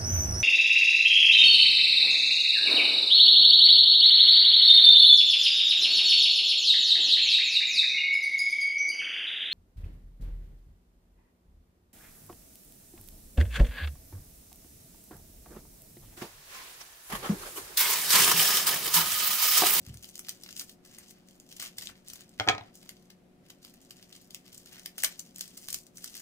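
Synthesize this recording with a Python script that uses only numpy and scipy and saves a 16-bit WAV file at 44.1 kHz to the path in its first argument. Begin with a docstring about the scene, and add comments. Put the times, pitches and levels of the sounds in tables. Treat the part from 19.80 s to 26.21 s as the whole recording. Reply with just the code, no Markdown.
"""Gloved hands pry and peel dry garlic skins over a cutting board, an arm's length from two microphone ports.
The skins crack in short noise bursts over a fine rustle, a swarm of tiny bursts that follows the fingers.
A knife knocks and bounces on the board: ringing tones, a dull noise clack and a bright noise tick.
Soft bumps ring the counter in low tones, and a small hard room answers hands and knife with a noise tail.
An appliance hums in the quiet kitchen: wavering motor tones over steady air noise."""
import sys
import numpy as np
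from scipy import signal
from scipy.fft import rfft, irfft, next_fast_len
from scipy.io import wavfile
from scipy.ndimage import uniform_filter1d

SR = 44100
rng = np.random.default_rng(int(sys.argv[2]) if len(sys.argv) > 2 else 0)


def attenuation_scalar(level_db):
    """Turn a level in dB into a linear amplitude multiplier (20 dB per decade)."""
    decades = np.asarray(level_db, float) / 20
    return 10 ** decades


def master_out(mix):
    """Clip the mix to full scale and print it as 16-bit PCM to the path in sys.argv[1]."""
    frames = np.transpose(np.atleast_2d(mix))
    ceiling = np.clip(frames, -1, 1)
    pcm = np.round(ceiling * 32767).astype(np.int16)
    wavfile.write(sys.argv[1], SR, pcm)


N = 282769
T = np.arange(N) / SR
LAG = 6  # samples by which the right port hears later


def shaped(x, points):
    """Filters a sound by a gain curve through (Hz, dB) points, joined on a log-frequency axis."""
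    n = next_fast_len(x.shape[-1])
    hz, db = np.transpose(points)
    log_hz = np.log(np.maximum(np.arange(n // 2 + 1) * SR / n, 1))
    gain = attenuation_scalar(np.interp(log_hz, np.log(hz), db))
    return irfft(rfft(x, n) * gain, n)[..., :x.shape[-1]]


def unit(x):
    """Scales a sound to rms 1."""
    return x / np.sqrt(np.mean(x ** 2))


def even(x):
    """Evens out the slow swells of a noise and brings its rms near 1."""
    local_power = uniform_filter1d(np.mean(x ** 2, 0), size=130)
    return x / np.sqrt(local_power + 0.14 * np.mean(x ** 2))


def walk(rate):
    """Random wander around 0: a new value every 1 / rate seconds, smoothed twice."""
    k = int(SR / rate)
    held = np.repeat(rng.standard_normal(N // k + 1), k)
    return 1.04 * uniform_filter1d(uniform_filter1d(held, k), k)[:N]


def ports(points, left_db, apart):
    """Coloured noise at both ports: the left hears it earlier and left_db louder, and a share differs."""
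    same, *own = shaped(rng.standard_normal((3, N)), points)
    both = np.array([same, np.roll(same, LAG)]) + apart * np.array(own)
    return both * attenuation_scalar(np.array([[left_db], [-left_db]]) / 2)


def bursts(s, db, ms, rise=0.5, count=500):
    """Loudness curve of bursts that peak at s: each rises and falls; the longer the burst, the longer its rise."""
    ms = np.clip(ms, .2, 6)[:, None]
    offset = np.arange(count) - count // 3
    k = offset / (ms * SR / 1000)
    shape = np.exp(np.where(k < 0, k / (rise * np.sqrt(ms)), -k / 1.05))
    at = np.clip((s * SR).astype(int)[:, None] + offset, 0, N - 1)
    power = (attenuation_scalar(db)[:, None] * shape) ** 2
    return np.sqrt(np.bincount(at.ravel(), power.ravel(), N))  # overlapping bursts add as power


def ring(s, db, ms, tilt_db, modes, scatter_db):
    """Short smooth pushes ring the modes; every blow lands elsewhere, so each mode gets a new share and sign."""
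    out, t = np.zeros(N + SR), np.arange(SR // 2) / SR
    hz, mode_db, t60 = np.transpose(modes)[:, :, None]
    for at, size, contact, tilt in np.broadcast(s, db, ms, tilt_db):
        level_chance, pitch_chance, sign_chance = rng.standard_normal((len(modes), 3)).T[:, :, None]
        share_db = mode_db + tilt * np.log2(hz / hz.mean()) + scatter_db * level_chance
        share = attenuation_scalar(share_db) * np.sign(sign_chance + 0.66)  # more often plus than minus
        decay = np.exp(-np.log(1000) * t / t60)
        tone = share * decay * np.sin(2 * np.pi * hz * (1 + .02 * pitch_chance) * t)
        push = np.hanning(int(max(contact, .05) * SR / 1000) + 3)
        blow = signal.fftconvolve(tone.sum(0), push)
        start = int(at * SR)
        out[start:start + len(t)] += attenuation_scalar(size) * blow[:len(t)] / np.abs(blow).max()
    return out[:N]


def moves(start, hold, db):
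    """Level in dB of all finger moves together: each swells quickly, holds and dies away."""
    rise_db_per_s, fall_db_per_s = 900, 296
    t = T[::64, None]
    rise = rise_db_per_s * np.maximum(start - t, 0)
    fall = fall_db_per_s * np.maximum(t - start - hold, 0)
    together = np.sqrt(np.sum(attenuation_scalar(db - rise - fall) ** 2, axis=1))
    return np.interp(T, t[:, 0], 20 * np.log10(together + 1e-9))


def skins():
    """Listed cracks and a random swarm of tiny ones gate one noise; each flake has its own colour."""
    # skin cracks before stutter and stretch: (peak time [s], bright-band peak [dB],
    # body band above it [dB], middle band above it [dB], length [ms])
    crack_list = [(.051, -53.5, -21, -5.5, 2), (.0656, -50.5, -15.5, -6, 2.1), (.1432, -45, -12, -26, 0.99),
                  (.1725, -42, -22, -18, 0.48), (.2287, -47, -14, -11, 2.1), (.2347, -44, -21, -5, 1.6),
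                  (.2444, -47.5, -6, 9.5, 1.1), (.2902, -48, -18, -6, 1.5), (.356, -32, -30, -10, 1.3),
                  (.3792, -38, -20, -11, 1.1), (.3935, -32.5, -16.5, -16, 1.5), (.4488, -55, -26, 9, 1.2),
                  (.469, -51, -4, 2, 1.1), (.4859, -37, -3.5, 0, 0.8), (.4934, -26, -26, -7.5, 1.5),
                  (.6363, -37.5, -22, -5, 1.47), (.6627, -58, 8.5, 16, 1.2), (.6902, -59.5, 12, 19, 1.06),
                  (.7092, -41.5, -32, -7, 2.3), (.728, -38.5, -27, -5, 0.87), (.7657, -36, -24, -3, 1),
                  (0.775, -47, -16.5, -10.5, 4), (.7965, -33, -21, -5, 2), (.8035, -51, -18, 3, 2.9),
                  (.8132, -44.5, -4, -1, 3.7), (.8957, -53, -9, 6.5, 2), (1.0516, -50, -18, -8, 1.3),
                  (1.1862, -41.5, -11, -30, 1.8), (1.3096, -49, -9, -1, 1.4), (1.4868, -57.5, -14, 4, 1.4),
                  (1.6003, -40, -42, -12.5, 1), (1.716, -50, -21, 2.5, 2.4), (1.7264, -46, -13, -1, 1.7),
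                  (1.7669, -44, -23, -7, 3.1), (1.7995, -38.5, -14, 0.5, 2.1), (1.8097, -46.5, -12, 7, 1.9),
                  (1.8178, -43, -6, 4, 1.3), (1.8255, -34.5, -5, -5, 1.1), (1.829, -42, -10, -6, 4.5),
                  (1.8456, -42, 0, -11.5, .34), (1.9848, -36, -9, 2, 1.8), (2.0118, -50, -12, 10, 1),
                  (2.0247, -50.5, 3, 8, 3.9), (2.0602, -43, -50, -8, 5), (2.0722, -38.5, -30, 10.5, 0.35),
                  (2.0953, -70, 25, 4, 2.8), (2.2843, -32, -26, -33, 0.42), (2.3014, -45, -16, -0.5, 2.7),
                  (2.335, -34, -22, -34, 1.1), (2.358, -45.5, -8, 0, 1.8), (2.4086, -45.5, -11, -10, .83),
                  (2.4932, -48, -31, -21, 1.2), (3.0291, -56, -4, 2, 1), (3.0926, -36.5, -7, 1, 0.96),
                  (3.1685, -61, -19, 9, 1.3), (3.3037, -56.5, -5.5, 6, 2.1), (3.7028, -51.5, -6, 4.5, 2.6),
                  (3.8493, -47.5, -7, 2, 0.74), (3.9402, -50, -10, -14, 0.93),
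                  (4.1085, -44.5, -10.5, 3.5, 1.34), (4.2273, -51.5, -3, 9.5, 0.67),
                  (4.3038, -68, 13, 9, .74), (4.3277, -53, -15, 8, 1.6), (4.3524, -57.5, -21, 6, 2.5),
                  (4.5079, -44.5, -21, -1, 1.7), (4.547, -31.5, -19, -3, 0.88),
                  (4.7475, -45, -29, -16, 1.5), (4.7789, -40.5, -28, -31, 1.8), (4.93, -50, -12, -9, 2.3),
                  (4.9827, -57, 10, -7, 0.85), (4.996, -39.5, -38, -11, 1.3), (5.0603, -35, -9.5, 1, 1.42),
                  (5.1819, -31.5, -3.5, -10, 0.83), (5.189, -47.5, -15, 3, 5.4),
                  (5.2042, -42, -25, -1, 2.6), (5.223, -36, -24, -12, 1.4), (5.234, -28, -27, -10, 1.4),
                  (5.2365, -20, -2.5, -8, 0.84), (5.247, -24, -9, -1, 3.8),
                  (5.395, -26.5, -39, -16.5, 2.23), (5.4033, -40.5, -14, -8, 0.67),
                  (5.561, -33.5, -32, -11, 1.05), (5.584, -35.5, -14.5, -23, 0.69),
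                  (5.5943, -38.5, -28, -16, .9), (5.6099, -26.5, -24, -7, 1.5),
                  (5.7757, -38.5, -22.5, -16, 2.7), (5.8861, -35, -5, 1.5, 0.74),
                  (5.9038, -29.5, -37, -15, 1.3), (5.909, -40, -29.5, -9, .6), (5.929, -25, -27, -15, 1.2),
                  (5.9442, -25.5, -22, -10, 2.05), (5.9783, -51, -25, -3.5, .55),
                  (6.0675, -48, -29, -10, 1.6), (6.1724, -39, -38.5, -16, 2.7), (6.1828, -44, -7, -12, 1.2),
                  (6.2438, -33.5, -15.5, -9, 1.3), (6.278, -45, -39, -7, 4.7), (6.353, -43, -5, -10, .75),
                  (6.3685, -43.5, -22, -9, 1.8), (6.4, -46.5, -12, -11, 3.9)]
    # finger moves that rustle the skin, before the band trims:
    # (start [s], hold [s], treble level [dB], body above it [dB])
    rustle_list = [(0, .04, -63, -11), (0.061, 0.025, -58, 2.5), (0.13, .08, -59.5, -11),
                   (.228, 0.068, -53.5, -19), (0.34, 0.034, -55.5, -11), (0.442, .04, -56, -9),
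                   (.485, 0.036, -56.5, -2), (0.532, .04, -59.5, -8), (0.613, 0.13, -58.5, -9),
                   (0.766, 0.046, -45, -22), (0.88, 0.04, -60, -18), (1.048, .1, -58, -4),
                   (1.17, 0.069, -59, -0.5), (1.282, 0.033, -56, -26), (1.349, 0.011, -68, 6.5),
                   (1.393, .08, -78, 2), (1.468, 0.074, -62, -14), (1.6, 0.057, -67.5, -15),
                   (1.685, 0.095, -60, -13), (1.801, 0.068, -47.5, -1), (1.974, 0.098, -50, -14),
                   (2.067, 0.016, -61, 6), (2.16, 0.024, -63, -1), (2.246, .01, -66, -3),
                   (2.276, 0.097, -56, -6.5), (2.382, 0.029, -58, -1.5), (2.48, 0.12, -68, -2),
                   (2.592, 0.081, -63, 8), (2.784, 0.1, -74, 17), (2.952, 0.01, -51, -26),
                   (3.023, .04, -61, -2.5), (3.084, 0.034, -59, -6), (3.16, .09, -67.5, -9),
                   (3.3, 0.021, -72, 0.5), (3.338, 0.047, -83.5, -2), (3.646, 0.017, -70, 5),
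                   (3.689, 0.022, -61.5, -3), (3.752, .05, -76, -2), (3.831, 0.043, -56.5, -7),
                   (3.937, .02, -65.5, -3), (4.018, 0.022, -60, -7), (4.1, 0.027, -60, -5),
                   (4.166, .08, -61.5, -4), (4.29, 0.075, -58, -6.5), (4.408, 0.038, -58.5, -13),
                   (4.512, 0.1, -65, -6), (4.651, 0.042, -62, 0.5), (4.73, 0.089, -56, -10.5),
                   (4.86, 0.017, -53.5, -5), (4.92, 0.061, -57, 3), (5.025, 0.026, -53.5, -15),
                   (5.103, .07, -71, 2), (5.181, 0.069, -44.5, -11), (5.285, 0.038, -51.5, -3),
                   (5.368, 0.018, -56.5, -9), (5.453, 0.066, -62, -7), (5.555, 0.14, -53, -9),
                   (5.737, .04, -60, -16), (5.769, 0.12, -51.5, -13), (5.874, 0.11, -51, -29),
                   (6.006, .06, -63.5, -22), (6.161, 0.057, -54.5, -17), (6.231, 0.21, -51.5, -11.5)]
    # colour of the skin noise before it is evened out: (frequency [Hz], relative level per Hz [dB])
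    skin_colour = [(290, -37), (500, 4), (952, -13.5), (1020, -16), (1100, -8.5), (1980, -2.5), (2290, -9),
                   (2940, -1), (4420, -2), (7060, -2.5), (10800, -13.5), (15300, -14), (16500, -43)]
    # bright, body, middle and top band of the skin sound: (low edge [Hz], high edge [Hz])
    band_edges = [(5500, 10000), (800, 2500), (2500, 5500), (10000, 17500)]
    noise = ports(skin_colour, left_db=2.0, apart=0.59)
    s, db, body_db, middle_db, ms = np.transpose(crack_list)
    # a sharp snap spreads both ways: the more body and the more force it has, the more top
    top_db = 2.5 + 0.36 * body_db + 0.04 * (db + 44)
    colour_db = [0, body_db, middle_db, top_db]
    # swarm: many faint buckles, a few strong ones, coming in clumps
    chance = rng.random((5000, 7)).T
    at = chance[0] * N / SR
    size_db = np.minimum(-3.5 * np.log(1 - chance[1]), 14)
    flake_ms = .5 + 2.0 * chance[2]
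    clump = attenuation_scalar(2.0 * walk(40))
    grit = attenuation_scalar(2 * walk(1200))  # a tear is many fibres letting go, so it stutters
    start, hold, move_db, deep_db = np.transpose(rustle_list)
    fine_db = moves(start, hold, move_db)
    low_db = moves(start, hold, move_db + deep_db)
    # the middle of the rustle follows both its treble and its body
    swarm_db = [fine_db - 7.0, low_db - 8, 0.55 * fine_db + .4 * low_db - 5.5, fine_db - 6.5]
    stretch = [0.61, 1.48, 1.25, 1.54]  # crack length factor in each band
    out = 0
    for k, (lo, hi) in enumerate(band_edges):
        low_side = [(.6 * lo, -36), (.85 * lo, -8), (1.1 * lo, 0)]
        high_side = [(.9 * hi, 0), (1.15 * hi, -8), (1.6 * hi, -36)]
        band = even(shaped(noise, low_side + high_side))
        cracks = bursts(s, db + colour_db[k], stretch[k] * ms) * grit
        flakes = bursts(at, size_db + 18 * chance[3 + k], flake_ms, count=150)
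        swarm = unit(flakes + .5) * clump
        out = out + band * (cracks + attenuation_scalar(swarm_db[k]) * swarm)
    return out


def appliance():
    """Motor tones that waver in level and pitch, over air noise most alike at both ports near 150 Hz."""
    # motor tones before wavering and balance: (frequency [Hz], rms level [dB])
    motor_lines = [(118.4, -78.5), (181.5, -67), (362.5, -69.5), (544, -81), (726, -79.5)]
    # colour of the air noise before its level is set: (frequency [Hz], relative level per Hz [dB])
    air_colour = [(25, -10), (100, -10.5), (175, -1.5), (270, -2.5), (325, -10), (410, -12.5), (600, -14),
                  (800, -20.5), (1000, -25), (2200, -29), (6550, -37.5), (10700, -38.5), (15200, -43),
                  (16500, -52.5)]
    hum = 0
    for hz, db in motor_lines:
        level = attenuation_scalar(db + 1 * walk(9.0)) * np.sqrt(2)
        drift = np.cumsum(.5 * walk(8.9)) / SR  # cycles
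        hum = hum + level * np.sin(2 * np.pi * (hz * T + drift + rng.random()))
    mid, side = shaped(rng.standard_normal((2, N)), air_colour)
    side = shaped(side, [(60, -5.0), (150, -18), (300, -7.0), (700, -1.5), (1400, -0.5)])
    air = attenuation_scalar(-61) * (mid + side * np.array([[1], [-1]])) / np.std(mid)
    return (air + hum) * attenuation_scalar(np.array([[.8], [-.8]]))  # a little louder on the left


def kitchen(x, wet_db):
    """Diffuse tail that builds up after the first walls answer, shorter in the treble, other at each port."""
    # how long the room rings: (band centre [Hz], time to fall by 60 dB [s])
    room_decay = [(500, 0.27), (1500, 0.18), (4000, 0.13), (11000, 0.13)]
    t = np.arange(SR // 2) / SR
    tail = 0
    for hz, t60 in room_decay:
        band = [(hz / 2.4, -30), (hz / 1.6, 0), (hz * 1.6, 0), (hz * 2.4, -30)]
        noise = shaped(rng.standard_normal((2, len(t))), band)
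        tail = tail + noise * np.exp(-np.log(1000) * t / t60)
    tail = tail * np.minimum(t / .005, 1) ** 2  # builds up over 5 ms
    tail = tail / np.sqrt(np.sum(tail ** 2) / 2)
    return attenuation_scalar(wet_db) * signal.fftconvolve(x, tail, axes=1)[:, :N]


def counter_bumps():
    """Hands bump the counter: soft, longer pushes ring its low modes, alike at both ports."""
    # soft bumps: (time [s], peak level [dB], contact [ms])
    bump_list = [(.004, -52, 3.6), (0.072, -39, 2.8), (.095, -33.5, 2.2), (0.114, -44, 2.2),
                 (0.144, -42, 3.8), (0.629, -62, 6), (1.979, -55, 2.2), (2.09, -54, 6), (2.309, -55.5, 6),
                 (2.689, -58, 5), (5.884, -54, 0.65), (5.93, -57, 7.6)]
    # counter modes before scatter: (frequency [Hz], level [dB], time to fall by 60 dB [s])
    counter_modes = [(62, -10, 0.44), (104, -2.5, 0.19), (137, -3.5, .12), (227, -9.5, 0.046),
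                     (396, -14.5, 0.051)]
    s, db, ms = np.transpose(bump_list)
    return ring(s, db, ms, 0, counter_modes, scatter_db=2.5)


def knife():
    """The blade drops on the board, bounces and rattles: modes, a dull clack and a bright tick at each contact."""
    # knocks before the trims below: (time [s], ring peak [dB], tilt [dB per octave], clack [dB], tick [dB])
    knock_list = [(2.5980, -21.5, 5.5, -13.5, -17.5), (2.6060, -23.5, -5.5, -25.5, -45.5),
                  (2.669, -29.5, -4, -39, -58.5), (2.6748, -17.5, -2, -38, -26),
                  (2.6863, -9, 7.5, -27, -8.5), (2.6941, -19.5, 4.5, -15.5, -18),
                  (2.6966, -21.5, -5, -16, -22.5), (2.7022, -30.5, -4.5, -40.5, -46.5),
                  (2.738, -36.5, -12.5, -37.5, -45.5), (2.7490, -29.5, 1, -30, -38),
                  (2.7800, -30.5, 1.5, -32, -32), (2.8100, -37, -5.5, -35, -60)]
    # modes of board and blade before tilt and scatter:
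    # (frequency [Hz], level [dB], time to fall by 60 dB [s])
    board_modes = [(108, -14.5, 0.11), (293, -12, 0.094), (434, -12, 0.053), (573, -8, 0.079),
                   (684, -7.5, 0.11), (752, -2, 0.094), (878, -1, 0.031), (990, -8, 0.071),
                   (1100, -11.5, 0.0326), (1264, -10.5, 0.18), (1420, -2.5, 0.045), (1417, -16.5, 0.073),
                   (1632, -10, 0.077), (1930, -6, 0.0627), (2240, -5, .05), (2520, -4, 0.032),
                   (3160, -8.5, 0.032), (3280, -5.5, 0.025), (4350, -23.5, .03)]
    s, db, tilt_db, clack_db, tick_db = np.transpose(knock_list)
    clack_colour = [(300, -22.0), (700, -6.5), (2500, -5.0), (4000, -7.5), (6000, -34.0)]
    tick_colour = [(2000, -9.0), (4000, 2.5), (6500, 0.5), (9000, -27.0), (16000, -30)]
    clack = even(ports(clack_colour, left_db=4.0, apart=.4))
    tick = even(ports(tick_colour, left_db=-2.5, apart=.5))
    board = ring(s, db, .15, tilt_db, board_modes, scatter_db=3.5)
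    # low cut: takes the slow offset out of the knocks, leaving the ringing tones
    board = shaped(board, [(30, -25.5), (80, 0.5)])
    board = np.array([attenuation_scalar(1.0) * board, attenuation_scalar(0.64) * np.roll(board, LAG)])
    # clack and tick peak a moment after the contact
    clack_level = bursts(s + 0.00022, clack_db - 4.5, 2.0 + 0 * s, rise=0.025)
    tick_level = bursts(s + 0.0011, tick_db, 0.95 + 0 * s, rise=0.063)
    return board + clack_level * clack + tick_level * tick


def scene():
    """Hands and knife near the ports, in the room, with counter bumps, over the hum."""
    hands, blade = skins(), knife()
    answer = kitchen(hands, wet_db=-7) + kitchen(blade, wet_db=-8.5)
    return hands + blade + answer + counter_bumps() + appliance()


def top_cut(x):
    """Nothing passes above the cut-off."""
    return signal.sosfilt(signal.butter(12, 16960, fs=SR, output="sos"), x)


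def record(dry):
    """Finishes the mix with a steep low-pass near 16 kHz."""
    mix = shaped(dry, [(15700, -1.0), (16100, -18.5), (17000, -25.5)])
    return top_cut(mix)


dry = scene()
out = record(dry)
master_out(out)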